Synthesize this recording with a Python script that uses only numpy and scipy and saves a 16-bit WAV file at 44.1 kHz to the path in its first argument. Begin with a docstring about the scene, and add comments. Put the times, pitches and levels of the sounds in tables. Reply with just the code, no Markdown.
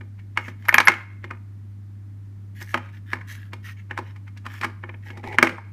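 """In a small humming room, a hand drops a steel bit socket into a plastic tool case, then pulls out a driver.
Each knock rings the tray and shell modes, with a noisy crack and tick; steel strikes add a thin high ring.
Skin rubbing over tools, scrapes and the dragging handle are uneven friction noise through resonances.
The close microphone clips overloads and turns its gain down briefly after hard knocks."""
import sys
import numpy as np
from scipy import signal
from scipy.fft import rfft, irfft
from scipy.io import wavfile
from scipy.ndimage import uniform_filter1d, minimum_filter1d

SR = 44100
rng = np.random.default_rng(int(sys.argv[2]) if len(sys.argv) > 2 else 0)


def to_wav(s):
    """Save 16-bit WAV."""
    ch = np.atleast_2d(s).T  # columns
    pcm = np.round(np.clip(ch, -1, 1) * 32767)  # PCM
    wavfile.write(sys.argv[1], SR, pcm.astype(np.int16))


N = 252252

# tools knocking in the tray: start_s, level_db, centre_hz of the clack,
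# weight_db (adds thump), hardness_db (adds tick)
TOOL_KNOCKS = [(0.008, -36.5, 1710, 8, -2.5), (0.193, -45, 2020, -38, 6), (0.3731, -11, 1580, -4, 0.5),
               (0.385, -30.5, 1820, 9.5, -10), (0.481, -29.5, 1950, 8, 4), (0.652, -34, 1530, -13, 7),
               (0.6846, -12.5, 1450, -5.5, -3), (0.691, -4.5, 1660, -54, -7), (0.7259, -14.5, 1530, 2, 0),
               (0.742, 0, 2030, -5, 1), (0.7488, -10.5, 1590, 8, -5), (0.782, 2, 1710, -7, 1.5),
               (0.802, -4.5, 1530, 0, 7), (0.8108, -16, 1306, 4, -7), (0.872, 0.5, 1610, -21, -3),
               (0.882, 4.5, 1820, -6, 3.5), (0.892, -18, 1215, 16, -4.5), (1.241, -27, 1943, 5.5, -1.5),
               (1.308, -23, 1316, 2.5, -5.5), (2.613, -30.5, 1680, 2, 6), (2.742, -12.5, 1750, 6.5, 1.5),
               (2.7492, -19, 800, 10.5, -19), (2.774, -23, 1450, -3, 2.5), (3.1314, -15, 1696, 4, 1.5),
               (3.211, -33.5, 1700, -27, -3.5), (3.532, -29.5, 1590, 4.5, 10),
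               (3.909, -23.5, 1800, 4, -2.5), (3.975, -21.5, 1100, -3, 5.5), (3.987, -23, 1010, 9.5, 2.5),
               (4.16, -43.5, 1760, -6.5, 8), (4.277, -40.5, 1810, -18, 4.5), (4.372, -43.5, 2000, -14, 18),
               (4.453, -33.5, 1510, 1, 4.5), (4.463, -24.5, 1190, 3.5, 3.5), (4.6116, -26, 2020, 4.5, 12.5),
               (4.633, -25.5, 1400, -11, 2.5), (4.6443, -19, 1472, 10, 9), (4.836, -27.5, 1490, 4.5, -12.5),
               (4.891, -31.5, 1850, 5.5, -8.5), (4.940, -38, 1550, 5, -18), (5.102, -33, 2026, 6.5, 3.5),
               (5.172, -35, 895, 11, 9), (5.239, -31, 1350, 10.5, 0), (5.3257, -31, 2200, -13, 4.5),
               (5.3851, -3.5, 1420, 7.5, -3), (5.4272, 2, 1600, 16.5, 6), (5.439, -14.5, 700, 13.5, 0),
               (5.471, -11.5, 1800, 7, 0), (5.492, -21.5, 1730, 9.5, 6.5), (5.523, -32, 1600, 15, -8),
               (5.581, -29, 840, -9, -6)]
# the driver's handle dragging in its clip, first eased, then pulled: start_s, length_s, level_db
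HANDLE_DRAGS = [(5.057, 0.16, -52), (5.23, 0.1317, -37.5)]
# the handle and its clip: mode_hz, level_db, t60_s
HANDLE_MODES = [(409, -5, 0.053), (516, -0.5, 0.02), (846, 8, 0.024), (1330, -7, 0.0099), (2020, 1, 0.025),
                (2176, 4.5, 0.019)]
# the tick of a hard contact: frequency_hz, level_db
TICK_COLOUR = [(500, -23.5), (2000, 8.5), (3700, 6.5), (5500, 2), (7800, -4.5), (10500, -9), (13000, -10),
               (16000, -22)]

SEAT_S = 0.0048  # from a knock to the tool seating in its slot
LEAD_IN_S = 0.026  # length of the soft noise that swells up to a knock
STROKE_CURVE = 0.64  # loudness of a slide as a power of its speed
FOCUS = 5.2  # narrowing of a knock of neutral weight, dB per octave squared


def undb(db):
    """Decibels to gain."""
    return 10 ** (np.asarray(db) / 20)


def unit(x):
    """Scale to rms 1."""
    return x / np.sqrt(np.mean(x ** 2))


def punch(x):
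    """Scale a blow so that its energy equals 5 ms at rms 1."""
    return x / np.sqrt(np.sum(x ** 2) / (SR / 200))


def by_hz(hz, table):
    """Read a table on a log-frequency axis."""
    table_hz, value = np.transpose(table)
    return np.interp(np.log(hz + 1), np.log(table_hz), value)


def colour(x, table):
    """Minimum-phase filter with the given response: frequency_hz, level_db."""
    size = 1024
    hz = np.arange(size + 1) * SR / (2 * size)
    cepstrum = irfft(np.log(undb(by_hz(hz, table))))
    # folding the cepstrum forward gives minimum phase
    cepstrum[1:size] *= 2
    cepstrum[size + 1:] = 0
    response = irfft(np.exp(rfft(cepstrum)))
    return signal.oaconvolve(x, response)[:len(x)]


def fade(t, t60):
    """Decay by 60 dB in t60 seconds."""
    return np.exp(-np.log(1000) * t / np.maximum(t60, 1e-3))


def ring(modes, t, weights=1, detune=1):
    """Impulse response of a set of damped modes."""
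    hz, db, t60 = np.transpose(modes)
    waves = np.sin(2 * np.pi * (hz * detune)[:, None] * t)
    return (weights * undb(db)) @ (waves * fade(t, t60[:, None]))


def resonate(x, hz, width_hz):
    """A resonance whose centre moves: shift it to zero, smooth with one pole, shift back."""
    turn = np.exp(2j * np.pi * np.cumsum(hz) / SR)
    pole = np.exp(-np.pi * width_hz / SR)
    return np.real(turn * signal.lfilter([1], [1, -pole], x / turn))


def add(out, s, sound):
    """Mix a sound in at time s."""
    i = max(int(s * SR), 0)
    out[i:i + len(sound)] += sound[:N - i]


def friction(size, grain_db):
    """A dense run of tiny slips of very unequal size, each lasting 32 samples."""
    grains = np.minimum(rng.exponential(size=size // 32 + 1), 5)
    return rng.standard_normal(size) * undb(grain_db * np.repeat(grains, 32)[:size])


def background(air_db=-52):
    """Steady mains hum as a sine over dull filtered room noise."""
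    # mains hum: frequency_hz, rms_db
    hum_tones = [(100.05, -38)]
    # room noise: frequency_hz, level_db
    air_colour = [(25, -13.5), (50, -4.5), (150, -4.5), (190, 0.5), (300, -6.5), (480, -25.5), (800, -26),
                  (1900, -28), (2800, -36), (6000, -40.5), (15000, -46.5)]
    t = np.arange(N) / SR
    hum = sum(np.sqrt(2) * undb(db) * np.sin(2 * np.pi * hz * t) for hz, db in hum_tones)
    return hum + undb(air_db) * unit(colour(rng.standard_normal(N), air_colour))


def room(x, wet_db=-15.0, early_db=-13, early_t60=0.15, gap_s=0.0029, build_s=0.0013):
    """Quick reflections off lid and table, plus a diffuse tail whose midrange lingers longest."""
    # reverberation: frequency_hz, t60_s
    room_decay = [(300, 0.3353), (2200, 0.46), (6000, 0.4)]
    # colour of the reflections: frequency_hz, level_db
    room_colour = [(100, -8), (300, 5), (900, 0.5), (1800, -4), (5000, -2.5), (12000, -7)]
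    t = np.arange(SR) / SR
    tail = np.zeros(SR)
    edges = np.geomspace(100, 18000, 9)
    for lo, hi in zip(edges, edges[1:]):
        band_filter = signal.butter(3, [lo, hi], "band", fs=SR, output="sos")
        band = signal.sosfilt(band_filter, rng.standard_normal(SR))
        tail += band * fade(t, by_hz(np.sqrt(lo * hi), room_decay))
    tail *= 1 - np.exp(-t / build_s)
    early = rng.standard_normal(SR) * fade(t, early_t60) * (t > gap_s)
    response = (undb(wet_db) * unit(tail) + undb(early_db) * unit(early)) / np.sqrt(SR)
    return x + signal.fftconvolve(x, colour(response, room_colour))[:N]


def fingers(rasp_db=-1, hiss_db=1, hollow_share=0.65, overtone_db=-16):
    """Sliding skin hisses and sounds the hollow under the hand; each stroke swells, catches and lets go."""
    # fingers over tools and tray: start_s, length_s, rasp_db and hiss_db before their trims,
    # hollow_hz (pitch of the hollow at mid-stroke, before its wander)
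    strokes = [(0.392, 0.14, -45.5, -61.5, 2100), (0.581, 0.31, -50, -64, 1950),
               (2.546, 0.1, -50, -59.5, 2164), (2.598, 0.051, -42, -50, 1700),
               (2.637, 0.15, -48.5, -56, 1900), (2.923, 0.07, -51, -67.5, 1840),
               (3.058, 0.12, -43.5, -64, 1800), (3.269, 0.11, -42.5, -50, 1740),
               (3.248, 0.25, -49.5, -66, 1670), (3.626, 0.11, -43, -54.5, 1920),
               (3.764, 0.06, -47, -72.5, 2100), (4.024, 0.11, -49, -75, 1810),
               (4.477, 0.14, -44, -56.5, 1800), (5.022, 0.12, -45.5, -65.5, 1795)]
    # lower rubbing sound of skin: frequency_hz, level_db
    rasp_colour = [(300, -24), (700, -20.5), (1250, -3), (1750, 8), (2300, 2.5), (3200, -1), (4500, -17.5),
                   (8000, -33)]
    # high rubbing sound of skin: frequency_hz, level_db
    hiss_colour = [(1500, -9.5), (3500, 6.5), (6300, 8), (8500, -0.5), (12500, 5.5), (15500, -0.5)]
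    # the hollow wanders (rms) and sinks in pitch as the fingers close in
    hz_per_s, wander_hz, width_hz = -700, 50, 170
    rise_share = 0.47  # share of a stroke spent speeding up
    out, t = np.zeros(N), np.arange(SR // 3) / SR
    gaps_hz = np.geomspace(1200, 16000, 45)
    for start, length, low_db, high_db, hollow_hz in strokes:
        slips = colour(friction(len(t), grain_db=4.0), rasp_colour)
        wander = unit(uniform_filter1d(rng.standard_normal(len(t)), SR // 25))
        hz = hollow_hz + hz_per_s * (t - length / 2) + wander_hz * wander
        hollow = unit(resonate(slips, hz, width_hz))
        # open at one end, the hollow also sounds at three times its pitch
        overtone = unit(resonate(slips, 3 * hz, width_hz))
        rasp = unit(unit(slips) + hollow_share * hollow + undb(overtone_db) * overtone)
        hiss = unit(colour(friction(len(t), grain_db=3.0), hiss_colour))
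        unevenness = unit(uniform_filter1d(rng.standard_normal(len(t)), SR // 60))
        catch = undb(2 * np.tanh(unevenness))
        speed = np.interp(t / length, [0, rise_share, 1], [0, 1, 0])
        rub = undb(low_db + rasp_db) * rasp + undb(high_db + hiss_db) * hiss
        stroke = speed ** STROKE_CURVE * catch * rub
        # the narrow spaces between hand and tools give every stroke its own peaks and notches
        gaps_db = rng.uniform(-6, 5, len(gaps_hz))
        add(out, start, colour(stroke, np.column_stack([gaps_hz, gaps_db])))
    return out


def handle(level_db=0, grit_db=-24, slip_db=3):
    """Stick and slip of the plastic handle makes a short creaking scrape."""
    attack_s, release_s = 0.0055, 0.01
    out, t = np.zeros(N), np.arange(SR // 4) / SR
    for start, length, db in HANDLE_DRAGS:
        unevenness = unit(uniform_filter1d(rng.standard_normal(len(t)), SR // 100))
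        slips = undb(slip_db * np.tanh(unevenness)) * friction(len(t), grain_db=2.5)
        body = signal.fftconvolve(slips, ring(HANDLE_MODES, t[:SR // 12]))[:len(t)]
        pull = undb(db) * np.clip(np.minimum(t / attack_s, (length - t) / release_s), 0, 1)
        grit_layer = undb(grit_db) * unit(colour(slips, TICK_COLOUR))
        add(out, start, pull * (undb(level_db) * unit(body) + grit_layer))
    return out


def snags(grit_db=-10, grit_t60=0.0069):
    """Sharp little catches ring the handle at random moments while it drags."""
    per_s, relative_db, scatter_db = 50, -5, 5  # level relative to the drag, standard deviation
    out, t = np.zeros(N), np.arange(SR // 30) / SR
    for start, length, db in HANDLE_DRAGS:
        for _ in range(round(per_s * length)):
            snag_db = db + relative_db + scatter_db * rng.standard_normal()
            noise = colour(rng.standard_normal(len(t)) * fade(t, grit_t60), TICK_COLOUR)
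            snag = punch(ring(HANDLE_MODES, t)) + undb(grit_db) * punch(noise)
            add(out, start + length * rng.random(), undb(snag_db) * snag)
    return out


def crack(size, centre_hz, focus, scatter_s=.0018):
    """Bending waves cross the ribbed tray by many paths, delaying each frequency of a blow differently."""
    # dull crack of the plastic under a blow: frequency_hz, level_db
    crack_colour = [(300, -23), (600, -8.5), (900, -3.5), (1400, -2.5), (1850, -2), (2400, -5.5),
                    (3100, -16), (4500, -27), (9000, -44)]
    hz = np.arange(size // 2 + 1) * SR / size
    paths_hz = np.arange(0, SR / 2, 350)
    delay_s = scatter_s * np.interp(hz, paths_hz, .3 + rng.exponential(size=len(paths_hz)))
    gain = undb(by_hz(hz, crack_colour) - focus * np.log2((hz + 1) / centre_hz) ** 2)
    # summing delay over frequency gives phase
    phase = 2 * np.pi * np.cumsum(delay_s) * SR / size
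    return irfft(gain * np.exp(-1j * phase), size) * np.linspace(1, 0, size) ** 2


def grit(size, centre_hz, grain_db=4.5, spread_octaves=.3, tick_db=-17, count=3):
    """Tiny uneven contacts at a few spots on the tray, each spot with its own pitch."""
    out = np.zeros(size)
    for octaves in np.linspace(-spread_octaves, spread_octaves, count):
        contacts = friction(size, grain_db)
        spot = crack(SR // 50, centre_hz * 2 ** octaves, FOCUS)
        body = signal.fftconvolve(contacts, spot)[:size]
        out += unit(body) + undb(tick_db) * unit(colour(contacts, TICK_COLOUR))
    return unit(out)


def scrapes():
    """A tool grates along its slot, speeding up and stopping again."""
    # steel dragged briefly over grained plastic: start_s, length_s, level_db, centre_hz
    slides = [(2.806, 0.12, -52.5, 2540), (3.652, 0.074, -43.5, 3000), (4.497, 0.1, -46.5, 1890),
              (4.622, 0.035, -24, 1650)]
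    out, t = np.zeros(N), np.arange(SR // 6) / SR
    for start, length, db, centre_hz in slides:
        speed = np.interp(t / length, [0, .5, 1], [0, 1, 0])
        add(out, start, undb(db) * speed ** STROKE_CURVE * grit(len(t), centre_hz))
    return out


def rattles():
    """The neighbouring sockets shiver in their slots after each hard knock, as decaying grit."""
    jolt_above_db, relative_db, t60_s = -3, -33.5, 0.35  # relative to the knock
    out, t = np.zeros(N), np.arange(SR // 3) / SR
    for s, db, centre_hz, _, _ in TOOL_KNOCKS:
        if db > jolt_above_db:
            shiver = fade(t, t60_s) * grit(len(t), centre_hz)
            add(out, s + SEAT_S, undb(db + relative_db) * shiver)
    return out


def clinks():
    """The socket strikes its neighbour and rings high and short, damped by fingers and plastic."""
    # steel on steel: start_s, level_db, pitch_factor
    strikes = [(0.685, -19, 1), (0.743, -11, 1), (0.854, -22, 0.975)]
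    # the steel socket, before the pitch factor: mode_hz, level_db, t60_s
    steel_modes = [(11380, -8.5, 0.06), (11690, -5.5, 0.061), (14730, -18.5, .03)]
    out, t = np.zeros(N), np.arange(SR // 12) / SR
    for s, db, pitch in strikes:
        add(out, s, undb(db) * ring(steel_modes, t, detune=pitch))
    return out


def lead_in(centre_hz, grain_db=3, rise=2.7):
    """A short soft noise swells up to each knock, uneven in grain and coloured like its crack."""
    swell = np.linspace(0, 1, int(LEAD_IN_S * SR)) ** rise
    noise = friction(len(swell), grain_db)
    body = signal.fftconvolve(noise, crack(SR // 50, centre_hz, 0))[:len(swell)]
    return swell * unit(body)


def blow(db, centre_hz, weight_db, hardness_db, ring_db=-5.5, crack_db=-6.5, chatter=0.094,
         chatter_t60=.012, tick_t60=0.029, snap_t60=0.0056, snap=0.78, spread_db=2.5,
         contact_s=0.00013, softening=1.0):
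    """One blow with brief chatter; where it lands decides how strongly each tray mode answers."""
    # the tray loaded with tools, before random detuning: mode_hz, level_db, t60_s
    tray_modes = [(667, -7, 0.031), (838, -8, 0.057), (922, -4, 0.043), (1034, -4, 0.034),
                  (1222, -8, 0.041), (1489, -5.5, .028), (1669, -3, 0.028), (1801.6, 0.5, 0.026),
                  (2098, -2, 0.022), (2173, -3, 0.041), (2394, -6.5, 0.035), (2810, -6, 0.018),
                  (2907, -10, 0.022), (3133, -7, 0.022)]
    # the hollow shell of the case: mode_hz, level_db, t60_s
    shell_modes = [(172, -9.5, 0.13), (243, 3.5, 0.081), (331.5, -4.5, 0.13), (370, -2, 0.08),
                   (454, -6, 0.04), (527, -1, 0.05), (640, -2, 0.037)]
    # the shell thumps even under a light touch and grows slowly with force; the tick keeps step
    thump_db, thump_db_per_db, tick_db = -26, 0.65, -22.5
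    t = np.arange(SR // 14) / SR
    tray_hz = np.array(tray_modes)[:, 0]
    # a light, glancing knock rings a narrow band of the tray, a weighty one all of it
    focus = FOCUS * np.exp(-.045 * weight_db)
    # the plastic gives before it pushes back, longer under a light touch
    press = 1 - np.exp(-t / (contact_s * undb(-softening * db)))
    force = chatter * rng.standard_normal(len(t)) * fade(t, chatter_t60)
    force[0] += 1
    place_db = spread_db * rng.standard_normal(len(tray_hz)) - focus * np.log2(tray_hz / centre_hz) ** 2
    place = rng.choice([-1, 1], len(tray_hz)) * undb(place_db)
    # tools and fingers load the tray differently each time, which shifts its modes
    load = 1 + .01 * rng.standard_normal(len(tray_hz))
    rattle = press * signal.fftconvolve(force, ring(tray_modes, t, place, load))[:len(t)]
    crack_noise = press * crack(len(t), centre_hz, focus)
    clack = undb(ring_db) * punch(rattle) + undb(crack_db) * punch(crack_noise)
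    shell_gain = undb(spread_db * rng.standard_normal(len(shell_modes)))
    thump = ring(shell_modes, t, rng.choice([-1, 1], len(shell_modes)) * shell_gain)
    tick_fade = snap * fade(t, snap_t60) + fade(t, tick_t60)
    tick = colour(press * rng.standard_normal(len(t)) * tick_fade, TICK_COLOUR)
    thump_gain = undb(thump_db + thump_db_per_db * db + weight_db)
    tick_gain = undb(db + tick_db + hardness_db)
    return undb(db) * clack + thump_gain * punch(thump) + tick_gain * punch(tick)


def knocks(count=3):
    """After a soft swell, each tool strikes the tray, seats and rocks to rest in uneven, shrinking taps."""
    lead_in_db, lead_in_db_per_db = -35, 0.38  # the swell grows slowly with the level of the knock
    seat_db, seat_hardness_db = -16.5, 0.5  # relative to the knock
    rock_gap_s, rock_db, rock_step_db, rock_weight_db = .014, -20, -4, -0.5  # mean gap; step per tap
    out = np.zeros(N)
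    for s, db, centre_hz, weight_db, hardness_db in TOOL_KNOCKS:
        if s > LEAD_IN_S:
            swell_gain = undb(lead_in_db + lead_in_db_per_db * db)
            add(out, s - LEAD_IN_S, swell_gain * lead_in(centre_hz))
        add(out, s, blow(db, centre_hz, weight_db, hardness_db))
        rest_hardness_db = hardness_db + seat_hardness_db
        add(out, s + SEAT_S, blow(db + seat_db, centre_hz, weight_db, rest_hardness_db))
        gaps = rock_gap_s * (.5 + rng.random(count))
        for k, delay in enumerate(np.cumsum(gaps)):
            tap_db = db + rock_db + k * rock_step_db
            tap = blow(tap_db, centre_hz, weight_db + rock_weight_db, rest_hardness_db)
            add(out, s + SEAT_S + delay, tap)
    # the knocks carry little deep bass
    return signal.sosfilt(signal.butter(2, 140, "high", fs=SR, output="sos"), out)


def scene():
    """All the handling sounds in the room, over its background."""
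    friction_sounds = fingers() + handle() + snags() + scrapes()
    impacts = rattles() + clinks() + knocks()
    return (background() + room(friction_sounds + impacts))[None]


def record(dry, threshold=0.36, duck_db=-3.0, hold_s=0.21, slew_s=0.011):
    """Loud moments pull the gain down for a while; overloads clip and the top is cut."""
    top_hz = 15400
    loud = np.sqrt(np.abs(uniform_filter1d(dry[0] ** 2, SR // 250)))
    hold = int(hold_s * SR)
    # the shifted window keeps the gain down after each loud moment
    ducked = np.where(loud > threshold, undb(duck_db), 1)
    gain = minimum_filter1d(ducked, hold, origin=(hold - 1) // 2)
    pole = np.exp(-1 / (slew_s * SR))
    gain = 1 + signal.lfilter([1 - pole], [1, -pole], gain - 1)
    top_cut = signal.ellip(10, .2, 90, top_hz, fs=SR, output="sos")
    return signal.sosfilt(top_cut, np.clip(dry * gain, -1, 1))


dry = scene()
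out = record(dry)
to_wav(out)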